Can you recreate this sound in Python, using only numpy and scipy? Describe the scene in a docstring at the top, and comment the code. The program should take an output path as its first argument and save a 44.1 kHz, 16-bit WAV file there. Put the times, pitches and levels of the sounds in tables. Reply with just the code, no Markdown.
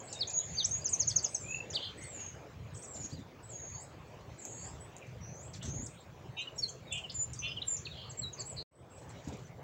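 """Winter brush around an open hand with seeds, where chickadees flock. Gliding sines make the clear sweeps
and whistles close by and, with more echo, the blurred whistles farther off; combs of beating lines make
the buzzy notes and a puffed sine makes the trill. Wings flutter in shaped noise, claws and seeds tick as
cracks with a tiny ring, and far traffic hums in coloured noise over a low rumble, a blur of distant birds
and hiss. Near the end the sound is cut to silence and fades back in."""
import sys
import numpy as np
from scipy import signal
from scipy.fft import rfft, irfft, next_fast_len
from scipy.io import wavfile
from scipy.ndimage import uniform_filter1d, map_coordinates

SR = 44100
rng = np.random.default_rng(int(sys.argv[2]) if len(sys.argv) > 2 else 0)


def persist_wave(psi):
    """Save psi, clipped to +-1, as 16-bit WAV."""
    counts = np.round(np.clip(psi, -1, 1) * 32767).astype(np.int16)
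    wavfile.write(sys.argv[1], SR, np.atleast_2d(counts).T)


N = 424683

# All table levels are mix levels, ahead of the microphone gain; spectra are relative shapes.

# Air bed over time: (time [s], rumble level [dB], traffic hum level [dB], far flock level [dB])
AIR_LEVELS = [(0, -60, -58, -66), (.55, -56, -59, -63), (1.17, -53, -58, -65.5), (2.15, -60.5, -59, -63),
              (2.49, -57, -59.5, -68.5), (3.5, -57.5, -61.5, -70), (4.62, -58, -59, -67.5),
              (5.36, -57.5, -61, -69.5), (5.8, -51, -59, -69.5), (6.06, -60.5, -62.5, -70),
              (6.54, -57, -60.5, -68), (7.11, -55, -61.5, -68.5), (7.55, -56.5, -60.5, -66.5),
              (8.46, -55, -60, -69), (8.9, -55.5, -57.5, -71), (9.3, -55, -59.5, -65),
              (9.63, -58, -61.5, -72)]
# Spectrum of the low rumble: (frequency [Hz], density [dB per Hz])
RUMBLE_SPECTRUM = [(20, -49), (35, -26.5), (55, -8.5), (80, -2), (120, 0.5), (160, -3), (220, -16.5),
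                   (320, -32), (500, -60.5)]
# Spectrum of the far traffic hum: (frequency [Hz], density [dB per Hz])
HUM_SPECTRUM = [(120, -23.5), (200, -4), (260, -3), (380, -0.5), (550, 0), (800, -4.5), (1100, -8),
                (1600, -14.5), (2200, -22.5), (3500, -61)]
# Spectrum of the distant bird blur: (frequency [Hz], density [dB per Hz])
FLOCK_SPECTRUM = [(900, -25), (1600, -2.5), (2400, 0.5), (3200, -4.5), (5000, -10), (7000, -9.5),
                  (8000, -18.5), (8800, -30.5), (11000, -70)]
# Spectrum of the microphone hiss: (frequency [Hz], density [dB per Hz])
HISS_SPECTRUM = [(6000, -25), (8500, -14), (9800, -11.5), (10300, -12.5), (13700, -11.5), (14800, -4.5),
                 (16000, 2.5)]
HISS_PATCHY_DB = 1.2

# Wing strokes: (time [s], feather hiss drive [dB], air push drive [dB])
WING_STROKES = [(2.2, -61, -60), (2.26, -72, -56), (2.96, -56, -47), (3.005, -62, -48), (3.045, -58, -49),
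                (3.1, -58, -56), (3.13, -63, -40.5), (3.191, -66, -45.5), (5.538, -54, -65),
                (5.562, -61, -60), (5.63, -49.5, -51), (5.655, -55, -39.5), (5.686, -59, -36),
                (5.74, -65, -40), (5.792, -76, -41), (5.83, -72, -46), (8.98, -64, -60), (9.02, -67, -56),
                (9.1, -62.5, -62), (9.16, -86, -44.5), (9.245, -63, -53), (9.279, -58.5, -37.5),
                (9.33, -61.5, -50), (9.39, -67, -58), (9.43, -71, -58), (9.47, -68.5, -60)]
# Spectrum of the feather hiss: (frequency [Hz], density [dB per Hz])
FEATHER_SPECTRUM = [(1000, -6.5), (2500, -6.5), (5000, -4.5), (7500, 2.5), (9000, -24.5), (13000, -33)]
FEATHER_PATCHY_DB = 2.5

# Claws and seeds, ahead of the tick colouring: (time [s], drive [dB], ring frequency [Hz])
CLAW_SEED_TICKS = [(3.4416, -49, 7650), (3.5005, -44, 6900), (3.70, -48.5, 5560), (4.146, -50, 6500),
                   (4.21, -51, 6500), (4.4518, -21.5, 6500), (4.966, -32, 6760), (4.983, -38, 6310),
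                   (5.0687, -43.5, 6100), (5.0764, -49, 6330), (5.6274, -44, 6180), (9.0934, -38, 8150),
                   (9.285, -33, 6600), (9.3706, -37.5, 5800)]

# Distant slurs that glide to a held pitch, then glide again, some up and some slightly down,
# level ahead of the thinning:
# (time [s], first glide [s], hold [s], last glide [s], start [Hz], held pitch [Hz], end [Hz], level [dB])
DISTANT_SLURS = [(0.033, .08, .005, .005, 7950, 7050, 7020, -56),
                 (0.423, 0.049, .04, .005, 7070, 6660, 6600, -53.5),
                 (1.301, 0.19, 0.074, .01, 8320, 6780, 6740, -51.5),
                 (2.019, 0.2, 0.046, .03, 8300, 6490, 6450, -49.5),
                 (2.82, .2, .04, .01, 8050, 6750, 6490, -51.5),
                 (3.484, 0.041, 0.25, .055, 7800, 6620, 8150, -53.5),
                 (4.377, 0.042, 0.21, 0.053, 7780, 6660, 7520, -55.5),
                 (4.41, 0.081, 0.13, 0.039, 7330, 7400, 7170, -55),
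                 (5.206, .12, .03, 0.097, 5750, 6060, 7730, -56),
                 (5.645, .12, .035, .065, 6150, 6620, 8220, -49.5)]
BEST_HZ, THIN_DB_PER_KHZ = 6770, 5.5  # a slur is loudest here and thins away from it
# Faint far peeps: (time [s], length [s], start [Hz], end [Hz], level [dB])
FAR_PEEPS = [(1.275, 0.047, 7920, 8140, -61), (1.97, .07, 7980, 8000, -62), (1.971, .12, 2004, 2080, -60),
             (2.734, .1, 7910, 8450, -60), (3.425, 0.044, 7900, 7740, -60.5),
             (3.725, 0.1, 4470, 4760, -68.5), (3.79, .08, 5000, 5150, -73), (4.571, .13, 4470, 4750, -67.5),
             (4.638, .1, 5000, 5230, -69), (4.658, 0.051, 7570, 7480, -57), (5.426, .08, 7560, 7760, -64),
             (4.07, 0.022, 7900, 7900, -78), (5.87, .12, 8240, 8400, -74),
             (6.555, 0.028, 7300, 7540, -56.5), (8.711, .12, 8040, 8060, -67.5),
             (8.894, 0.14, 7620, 8000, -67), (9.437, 0.028, 6040, 5930, -69)]
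PEEP_BEND, PEEP_FADE_DB = .3, 12  # share of the glide done at half length; fade by the end

# Falling sweeps of the nearest bird, level ahead of the throat curve:
# (time [s], length [s], top [Hz], end [Hz], level [dB])
NEAREST_SWEEPS = [(.843, 0.044, 7480, 4710, -27.5), (0.92, .033, 7300, 5720, -27),
                  (0.994, 0.044, 7300, 4220, -24.5), (1.072, .049, 7100, 4220, -26),
                  (1.159, 0.039, 6950, 4400, -23), (1.228, 0.041, 8170, 4750, -26.5),
                  (1.345, 0.023, 6850, 5220, -31.5)]
# Loudness along a sweep: (frequency [Hz], gain [dB])
SWEEP_THROAT_GAIN = [(4200, -16.5), (5750, -15), (6400, 1.5), (7200, -14.5), (8200, -24)]
# Brief straight chips, level ahead of the throat curve:
# (time [s], length [s], start [Hz], end [Hz], level [dB])
BRIEF_CHIPS = [(0, 0.0057, 7800, 5800, -48), (.128, 0.0063, 8250, 4000, -36.5),
               (0.273, 0.0077, 5530, 7100, -38), (.298, 0.01, 8220, 4230, -37),
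               (0.408, 0.011, 7060, 6550, -42), (0.689, 0.0083, 7200, 9440, -46),
               (0.78, 0.0058, 8060, 6950, -44), (0.891, 0.007, 6920, 8200, -37),
               (0.939, .008, 8840, 7650, -50), (1.089, .01, 8760, 7300, -45),
               (1.107, .008, 3680, 3340, -39.5), (1.241, 0.0092, 3010, 2840, -45),
               (1.703, .012, 7350, 5270, -43.5), (1.736, .012, 6400, 7900, -52.5),
               (5.861, 0.013, 7700, 4730, -42.5), (6.924, .006, 8160, 6720, -39.5),
               (6.977, 0.0069, 8100, 4400, -46.5), (7.12, 0.0054, 8000, 4590, -53),
               (7.334, .006, 8230, 5370, -42), (7.392, 0.0108, 6900, 5370, -38),
               (7.767, 0.0082, 7290, 5900, -40.5)]
# Loudness along a chip: (frequency [Hz], gain [dB])
CHIP_THROAT_GAIN = [(3000, -11), (5000, -13), (7200, 0), (9500, -12.5)]
# Short notes that swell and fade:
# (time [s], rise [s], fall [s], start [Hz], pitch at the peak [Hz], end [Hz], peak level [dB])
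SWELLING_NOTES = [(.135, 0.029, .032, 3930, 3730, 3820, -53), (.19, 0.015, .004, 5180, 5050, 4900, -43),
                  (.205, .008, 0.024, 5010, 4500, 3360, -31.5), (.38, 0.014, .05, 3750, 3880, 3980, -58.5),
                  (.52, 0.019, 0.016, 6650, 6900, 7300, -48.5),
                  (.643, 0.0085, 0.011, 5100, 6180, 7870, -27), (.81, 0.014, 0.014, 4660, 4860, 4800, -54),
                  (1.722, 0.01, .012, 6100, 5100, 4600, -48.5), (7.91, .008, .022, 3740, 3800, 3250, -52),
                  (2.04, 0.0088, .015, 4400, 4450, 4320, -58), (3.165, 0.0093, .012, 4480, 3960, 3540, -61),
                  (3.205, .015, .015, 3730, 3610, 3580, -64),
                  (4.755, 0.0089, 0.0094, 3620, 3640, 3640, -66), (4.8, 0.0094, .05, 7940, 7850, 8030, -58),
                  (5.35, .01, 0.0092, 7540, 7600, 7670, -66), (5.533, .005, .018, 5800, 5170, 3300, -52),
                  (6.003, 0.0057, 0.012, 7410, 7500, 7500, -63),
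                  (6.472, .006, 0.011, 2970, 2930, 2800, -40.5),
                  (6.58, 0.011, 0.022, 5650, 5530, 5400, -38), (6.586, .005, .02, 6780, 6650, 6560, -43),
                  (6.68, 0.009, 0.0052, 3350, 3250, 3250, -52), (6.868, 0.014, 0.03, 3810, 3770, 3600, -58),
                  (6.908, .017, .04, 3350, 3576, 3320, -42.5),
                  (7.038, 0.013, .013, 3110, 2915, 2680, -41.5),
                  (7.096, .006, .006, 3380, 4770, 3540, -42.5),
                  (7.355, 0.0089, 0.028, 4640, 4700, 4820, -58), (7.43, .04, 0.025, 3400, 3550, 3400, -46),
                  (7.44, .03, 0.028, 5900, 6100, 6100, -61), (7.44, 0.016, .02, 4020, 4250, 4300, -56),
                  (7.476, .006, 0.069, 5380, 5100, 5060, -55),
                  (7.565, 0.014, .015, 3430, 2950, 2870, -39.5),
                  (7.617, 0.0068, 0.0085, 3290, 4090, 2810, -36), (7.65, 0.022, .06, 9400, 9700, 9600, -66),
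                  (7.852, 0.0062, 0.0062, 3500, 3950, 3380, -43),
                  (7.864, .008, .012, 3290, 2600, 2450, -44),
                  (8.097, 0.012, 0.011, 7700, 7500, 6050, -46.5), (8.17, .012, .006, 7600, 7380, 7400, -47),
                  (8.188, 0.0091, 0.0098, 7350, 7690, 7550, -35.5),
                  (8.218, 0.023, 0.046, 4480, 3890, 3860, -40.5),
                  (8.328, 0.0095, 0.012, 7110, 6500, 6040, -46),
                  (8.395, 0.0096, 0.019, 7640, 7560, 6000, -40.5)]
RISE_DB, FALL_DB = 9.5, 9.5  # a note starts and ends this far under its peak
# Rounded flight calls, up and over:
# (time [s], length [s], start [Hz], top [Hz], share of the arch sung [ratio], level at the top [dB])
FLIGHT_ARCHES = [(.078, 0.051, 3930, 5600, 1.05, -60), (2.746, 0.036, 5040, 7500, 1, -55.5),
                 (2.821, 0.036, 5150, 7400, 1, -53.5), (2.943, 0.023, 5170, 7170, .55, -54),
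                 (3.025, .04, 5160, 6750, .98, -54.5), (3.113, .042, 4020, 4860, 1, -57.5)]
ARCH_LEAN = 1.25  # above 1 the climb is slower than the drop
ARCH_ROUND, ARCH_FOOT_DB = 0.697, 2  # flatness of the top; the feet are softer
# Longer clear whistles, one list of breakpoints each: (time [s], pitch [Hz], level [dB])
CLEAR_WHISTLES = [
    [(0.33, 7010, -44.5), (0.34, 6680, -39.5), (0.36, 6710, -38), (0.389, 6720, -29.5), (0.41, 6870, -40)],
    [(0.54, 6300, -57), (0.555, 6330, -45), (0.6, 6230, -51), (0.645, 6180, -43)],
    [(0.57, 4630, -47), (0.587, 4700, -32.5), (0.604, 3800, -33), (0.635, 2920, -53)],
    [(0.71, 6340, -40), (0.75, 6710, -33.5), (0.77, 6760, -38.5), (0.8, 6620, -51)],
    [(1.73, 2870, -60), (1.748, 3930, -40.5), (1.755, 5130, -32.5), (1.765, 3440, -34.5),
     (1.782, 2760, -40.5)],
    [(6.37, 3800, -49), (6.396, 3700, -49.5), (6.425, 4030, -52.5), (6.448, 3960, -65)],
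    [(6.622, 4620, -46), (6.635, 4440, -33.5), (6.653, 4060, -44), (6.66, 4200, -36.5), (6.685, 4140, -69)],
    [(7.144, 7340, -44), (7.16, 7090, -40.5), (7.177, 7110, -42.5), (7.215, 6990, -35.5), (7.25, 7220, -43)],
    [(7.665, 7420, -66), (7.685, 7390, -30), (7.697, 7270, -41), (7.73, 7140, -35.5), (7.762, 7110, -40.5)],
    [(8.452, 7100, -53), (8.47, 7870, -50), (8.48, 7560, -49), (8.505, 7930, -47), (8.535, 6800, -58)],
]
# Buzzy notes, centre and rate ahead of the breath arch:
# (time [s], length [s], centre [Hz], glide from centre to end [ratio], buzz rate [Hz],
#  spread above the centre [Hz], level [dB], roughness [0-1])
BUZZY_NOTES = [(0.396, 0.078, 3200, 1, 287, 400, -61.5, 0.2), (1.785, 0.14, 3160, .985, 280, 350, -48, .27),
               (1.803, .11, 4060, 0.99, 284, 403, -52.5, 0.52),
               (2.011, 0.033, 6100, 0.93, 296, 700, -59.5, 1),
               (5.011, 0.057, 2190, 0.86, 270, 403, -61.5, 0.56),
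               (5.612, 0.038, 3060, 1.1, 278, 500, -56, 0.36),
               (5.939, 0.11, 3220, 1.14, 270, 500, -68.5, 0.5),
               (6.367, 0.08, 2718, 1.02, 270, 298, -43.5, 0.14),
               (6.914, .11, 2744, 1.02, 294, 330, -43.5, 0.36),
               (7.419, 0.097, 2696, 1.01, 280, 340, -43, 0.2), (7.512, 0.028, 2936, 1, 276, 250, -45, .3),
               (7.925, .19, 3100, 0.97, 250, 300, -56.5, .35), (7.88, 0.3, 4200, 1.05, 250, 280, -63, 0.64),
               (2.142, .18, 2300, 1.0, 400, 500, -64, .45),
               (6.407, 0.025, 7100, 1.14, 300, 600, -64.5, 0.7),
               (6.68, 0.04, 6335, 0.98, 310, 700, -51, 0.75), (6.578, .03, 6300, 1.0, 300, 700, -54, .9),
               (6.375, .06, 6150, 0.92, 280, 250, -64, .5),
               (8.376, 0.0644, 4500, 0.94, 288, 296, -53.5, 0.54),
               (8.563, 0.075, 4180, 0.97, 295, 312, -48.5, 0.32)]
# Low trill, level ahead of the puffs: (time [s], pitch [Hz], level [dB])
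LOW_TRILL = [(1.435, 2380, -58.0), (1.479, 2470, -54.5), (1.53, 2650, -46.5), (1.567, 2680, -46),
             (1.611, 2694, -45.5), (1.655, 2640, -66)]
REEDY_FROM_S, REEDY_TO_S = 6.57, 6.63  # close notes that start in this span carry a clear octave

BRUSH_T60_S, TREES_T60_S = 0.17, 0.48  # echoes from the brush and from the far trees
RING_STOP_S = 8.68  # no bird note from before this moment rings on after it

CUT_S, CUT_DB_PER_S = 8.627, 3500  # the sound drops away
BACK_S, BACK_GAIN = 8.712, 0.05  # it returns at a small gain
GAIN_RISE_S = 0.34  # and grows evenly, at a pace of one whole unit of gain in this time
GAIN_DB, TOP_HZ = 4.5, 15800  # microphone gain and band limit


def amp(db):
    """Gain of a level in dB."""
    return 10 ** (np.asarray(db) / 20)


def unit(x):
    """x at rms 1."""
    return x / np.sqrt(np.mean(x ** 2) + 1e-20)


def along(points, hz):
    """Read a curve of (Hz, value) points on a log frequency axis."""
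    f, v = np.transpose(points)
    return np.interp(np.log(hz + 1), np.log(f + 1), v)


def wobble(rate, size=N):
    """A smooth random curve, rate knots a second up to 400."""
    knots = rng.standard_normal(int(size * 400 / SR) + 4)
    every_16th = np.arange(0, size + 16, 16)
    coarse = map_coordinates(knots, [every_16th * min(rate, 400) / SR])
    return np.interp(np.arange(size) / 16, np.arange(len(coarse)), coarse)


def filtered(x, response):
    """x times a response of frequency."""
    m = next_fast_len(N + SR // 2)
    return irfft(rfft(x, m) * response(np.fft.rfftfreq(m, 1 / SR)), m)[:N]


def rush(spectrum, patchy_db):
    """Coloured noise of rms 1 with time-frequency patches of random gain."""
    z = signal.stft(rng.standard_normal(N + 512), nperseg=512)[2]
    across_hz = uniform_filter1d(rng.standard_normal(z.shape), 5, 0)
    patches = unit(uniform_filter1d(across_hz, 10, 1))
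    noise = signal.istft(z * amp(patchy_db * patches), nperseg=512)[1][:N]
    return unit(filtered(noise, lambda hz: amp(along(spectrum, hz))))


def add(track, s, sound):
    """Mix sound into track from second s on."""
    part = track[max(round(s * SR), 0):][:len(sound)]
    part += sound[:len(part)]


def echoes(sound, far_db):
    """Twigs and brush scatter a sound briefly, far trees for longer; each sound gets a random pattern."""
    t = np.arange(SR // 3) / SR
    twigs = amp(-60 * t / 0.031)
    brush = amp(-60 * t / BRUSH_T60_S)
    trees = amp(far_db - 60 * t / TREES_T60_S)
    tail = rng.standard_normal(len(t)) * (twigs + brush + trees)
    delayed = np.pad(sound, (70, 0))  # samples
    return signal.fftconvolve(delayed, tail / np.linalg.norm(tail))


def air():
    """Lumpy low rumble, the hum of far traffic, a blur of distant birds and microphone hiss, all noise."""
    s, *levels = np.transpose(AIR_LEVELS)
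    rumble_db, hum_db, flock_db = [np.interp(np.arange(N) / SR, s, c) for c in levels]
    rumble = amp(rumble_db + 2.5 * wobble(9)) * rush(RUMBLE_SPECTRUM, patchy_db=3.0)
    hum = amp(hum_db + 0.51 * wobble(5.5)) * rush(HUM_SPECTRUM, patchy_db=3.0)
    flock = amp(flock_db + 0.52 * wobble(8)) * rush(FLOCK_SPECTRUM, patchy_db=3.5)
    hiss = amp(-76.0) * rush(HISS_SPECTRUM, HISS_PATCHY_DB)
    return rumble + hum + flock + hiss


def wings():
    """Each stroke hisses through the feathers and pushes a puff of air at the microphone."""
    hiss, push = np.zeros(N), np.zeros(N)
    t = np.arange(SR // 10) / SR
    swell = t * np.exp(1 - t / 0.011)  # peaks 11 ms in
    for s, hiss_db, push_db in WING_STROKES:
        add(hiss, s - .006, amp(hiss_db) * swell / 0.014)
        add(push, s - .01, amp(push_db) * swell / 0.021)
    puff = [(30, -44.0), (80, 4.5), (150, 2.0), (300, -4), (500, -24.5), (1000, -61.5)]  # (Hz, dB per Hz)
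    feather_noise = rush([(300, -86)] + FEATHER_SPECTRUM, FEATHER_PATCHY_DB)
    return hiss * feather_noise + push * rush(puff, patchy_db=2.5)


def ticks():
    """Claws and seed husks: a crack and a very short ring, scattered by the brush."""
    out = np.zeros(N)
    t = np.arange(SR // 50) / SR
    onset = 1 - np.exp(-t / 0.00068)
    for s, db, hz in CLAW_SEED_TICKS:
        crack = 0.25 * rng.standard_normal(len(t)) * amp(-60 * t / 0.0096)
        ring = 0.48 * np.sin(2 * np.pi * hz * t) * amp(-60 * t / 0.0047)
        tick = amp(db) * (crack + ring) * onset
        add(out, s, tick)
        add(out, s, amp(-5.0) * echoes(tick, far_db=-25))
    colour = [(2000, -27), (4500, -9), (7500, 8), (9500, -10.5), (15000, -15.0)]  # (Hz, dB)
    return filtered(out, lambda hz: amp(along(colour, hz)))


def slur(s, first_glide, hold, last_glide, start_hz, held_hz, end_hz, db):
    """Outline of a glide, a hold and a second glide; thinner away from the best pitch."""
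    times = s + np.cumsum([0, first_glide, hold, last_glide])
    pitches = [start_hz, held_hz, held_hz, end_hz]
    return [(t, hz, db - THIN_DB_PER_KHZ * abs(hz - BEST_HZ) / 1000) for t, hz in zip(times, pitches)]


def peep(s, length, start_hz, end_hz, db):
    """Outline of a peep that does most of its bend late and fades over its second half."""
    bend_hz = start_hz + PEEP_BEND * (end_hz - start_hz)
    return [(s, start_hz, db), (s + length / 2, bend_hz, db), (s + length, end_hz, db - PEEP_FADE_DB)]


def far_notes():
    """(s, Hz, dB) outlines of the far slurs and peeps."""
    return [slur(*r) for r in DISTANT_SLURS] + [peep(*r) for r in FAR_PEEPS]


def glide(s, length, start_hz, end_hz, db, throat):
    """Outline of a straight glide whose loudness follows the throat."""
    u = np.linspace(0, 1, num=12)
    hz = start_hz + (end_hz - start_hz) * u
    return np.transpose([s + length * u, hz, db + along(throat, hz)]).tolist()


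def swell_note(s, rise, fall, start_hz, peak_hz, end_hz, db):
    """Outline of a short note that swells to its peak and fades."""
    peak_s = s + rise
    return [(s, start_hz, db - RISE_DB), (peak_s, peak_hz, db), (peak_s + fall, end_hz, db - FALL_DB)]


def arch(s, length, start_hz, top_hz, share, db):
    """A pitch that climbs, rounds over past the middle and drops more steeply, as far as the share allows."""
    u = np.linspace(0, 1, num=12)
    bow = np.sin(np.pi * share * u ** ARCH_LEAN)
    bow = np.sign(bow) * np.abs(bow) ** ARCH_ROUND
    hz = start_hz + (top_hz - start_hz) * bow
    return np.transpose([s + length * u, hz, db - ARCH_FOOT_DB * (1 - bow)]).tolist()


def close_notes():
    """(s, Hz, dB) outlines of all near whistled notes."""
    sweeps = [glide(*r, SWEEP_THROAT_GAIN) for r in NEAREST_SWEEPS]
    chips = [glide(*r, CHIP_THROAT_GAIN) for r in BRIEF_CHIPS]
    swells = [swell_note(*r) for r in SWELLING_NOTES]
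    arches = [arch(*r) for r in FLIGHT_ARCHES]
    return sweeps + chips + swells + arches + CLEAR_WHISTLES


def whistle(rows, fade, waver_hz, flutter_db, octave_db=-70):
    """One membrane of the syrinx: a gliding sine, unsteady in pitch and strength."""
    s, hz, db = np.transpose(sorted(rows))
    t = s[0] - fade + np.arange(round((s[-1] - s[0] + 2 * fade) * SR)) / SR
    smooth_pitch = uniform_filter1d(np.interp(t, s, hz), size=min(len(t) // 6, 400))
    pitch = smooth_pitch + waver_hz * wobble(300, size=len(t))
    phase = 2 * np.pi * np.cumsum(pitch) / SR
    to_edge = np.minimum(t - t[0], t[-1] - t)
    edges = np.sin(np.pi / 2 * np.clip(to_edge / (2 * fade), 0, 1)) ** 2
    gain = edges * amp(np.interp(t, s, db) + flutter_db * wobble(173, size=len(t)))
    return gain * (np.sin(phase) + amp(octave_db) * np.sin(2 * phase))


def buzz(length, centre_hz, glide_ratio, rate_hz, spread_hz, db, rough):
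    """Both membranes beat together: a comb of lines, rate_hz apart, under the throat resonance."""
    u = np.linspace(0, 1, round(length * SR))
    k = np.arange(-3, 8)[:, None]  # line numbers around the centre
    jitter = np.array([wobble(280, size=len(u)) for _ in k])
    breath = 1 + 0.0213 * np.sin(np.pi * u)  # the pitch rises with the breath and sags again
    lines_hz = breath * (centre_hz * glide_ratio ** (2 * u - 1) + k * rate_hz)
    pitch = lines_hz + 170 * rough * jitter + 20 * wobble(40, size=len(u))
    width_hz = np.where(k < 0, 230, spread_hz)  # fixed width below the centre
    throat = np.exp(-(k * rate_hz / width_hz) ** 2 / 2)
    line_gain = throat * amp(10 * rough * jitter[::-1])
    comb = line_gain * np.sin(2 * np.pi * np.cumsum(pitch, 1) / SR)
    tone = unit(comb.sum(0))
    # hard closing of the membranes adds an octave band
    haze = amp(-33) * (tone ** 2 - uniform_filter1d(tone ** 2, size=24))
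    return amp(db) * (tone + haze) * np.sin(np.pi * u ** 0.86) ** 1.13


def close_voice(rows):
    """A near whistle as (start, sound, echo dB); chips waver most and chips and faint notes echo more."""
    start = rows[0][0]
    chip = rows[-1][0] - start < .0125  # the briefest notes are mostly echo
    faint = max(row[-1] for row in rows) < -45  # faint notes come from deeper in the brush
    reedy = REEDY_FROM_S < start < REEDY_TO_S
    fade = .0012 if chip else .0025
    waver_hz = 350 if chip else 70 if faint else 40
    echo_db = 1.5 if chip else -3.5 if faint else -8
    note = whistle(rows, fade, waver_hz, flutter_db=1.5, octave_db=-31 if reedy else -50)
    return start, note, echo_db


def far_voice(rows):
    """A far whistle as (start, sound, echo dB): the second membrane sings a little higher and softer."""
    upper = [(s, min(1.06 * hz, 8250), db - 10) for s, hz, db in rows]
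    pair = [whistle(v, .008, waver_hz=95, flutter_db=2.0) for v in (rows, upper)]
    return rows[0][0], sum(pair), .8


def trill_voice():
    """The low trill as (start, sound, echo dB): a whistle chopped into about fifty puffs a second."""
    tone = whistle(LOW_TRILL, 0.0043, waver_hz=24, flutter_db=4.0)
    t = np.arange(len(tone)) / SR
    puffs = np.abs(np.sin(np.pi * 50.5 * (t - .005))) ** 1.5
    return LOW_TRILL[0][0], 1.47 * tone * puffs, -12


def birds():
    """Every note with its echoes; the farther the bird, the more echo blurs it."""
    out = np.zeros(N)
    notes = [far_voice(c) for c in far_notes()]
    # rougher buzzes come from farther off
    notes += [(s, buzz(*voice), 9 * voice[-1] - 8) for s, *voice in BUZZY_NOTES]
    notes.append(trill_voice())
    notes += [close_voice(c) for c in close_notes()]
    for s, note, echo_db in notes:
        heard = out[:round(RING_STOP_S * SR)] if s < RING_STOP_S else out
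        add(heard, s - .0025, note)
        add(heard, s - .0025, amp(echo_db) * echoes(note, far_db=-10.5))
    return out


def scene():
    """All sources at one microphone."""
    return (air() + wings() + ticks() + birds())[None]


def record(dry):
    """A cut to silence and a fade back in; nothing is kept above the band limit."""
    t = np.arange(N) / SR
    cut = amp(-CUT_DB_PER_S * np.clip(t - CUT_S, 0, 1))
    fade_in = np.clip(BACK_GAIN + (t - BACK_S) / GAIN_RISE_S, 0, 1)
    gain = np.where(t < BACK_S, cut, fade_in)
    return filtered(dry[0] * amp(GAIN_DB) * gain, lambda hz: hz < TOP_HZ)[None]


dry = scene()
out = record(dry)
persist_wave(out)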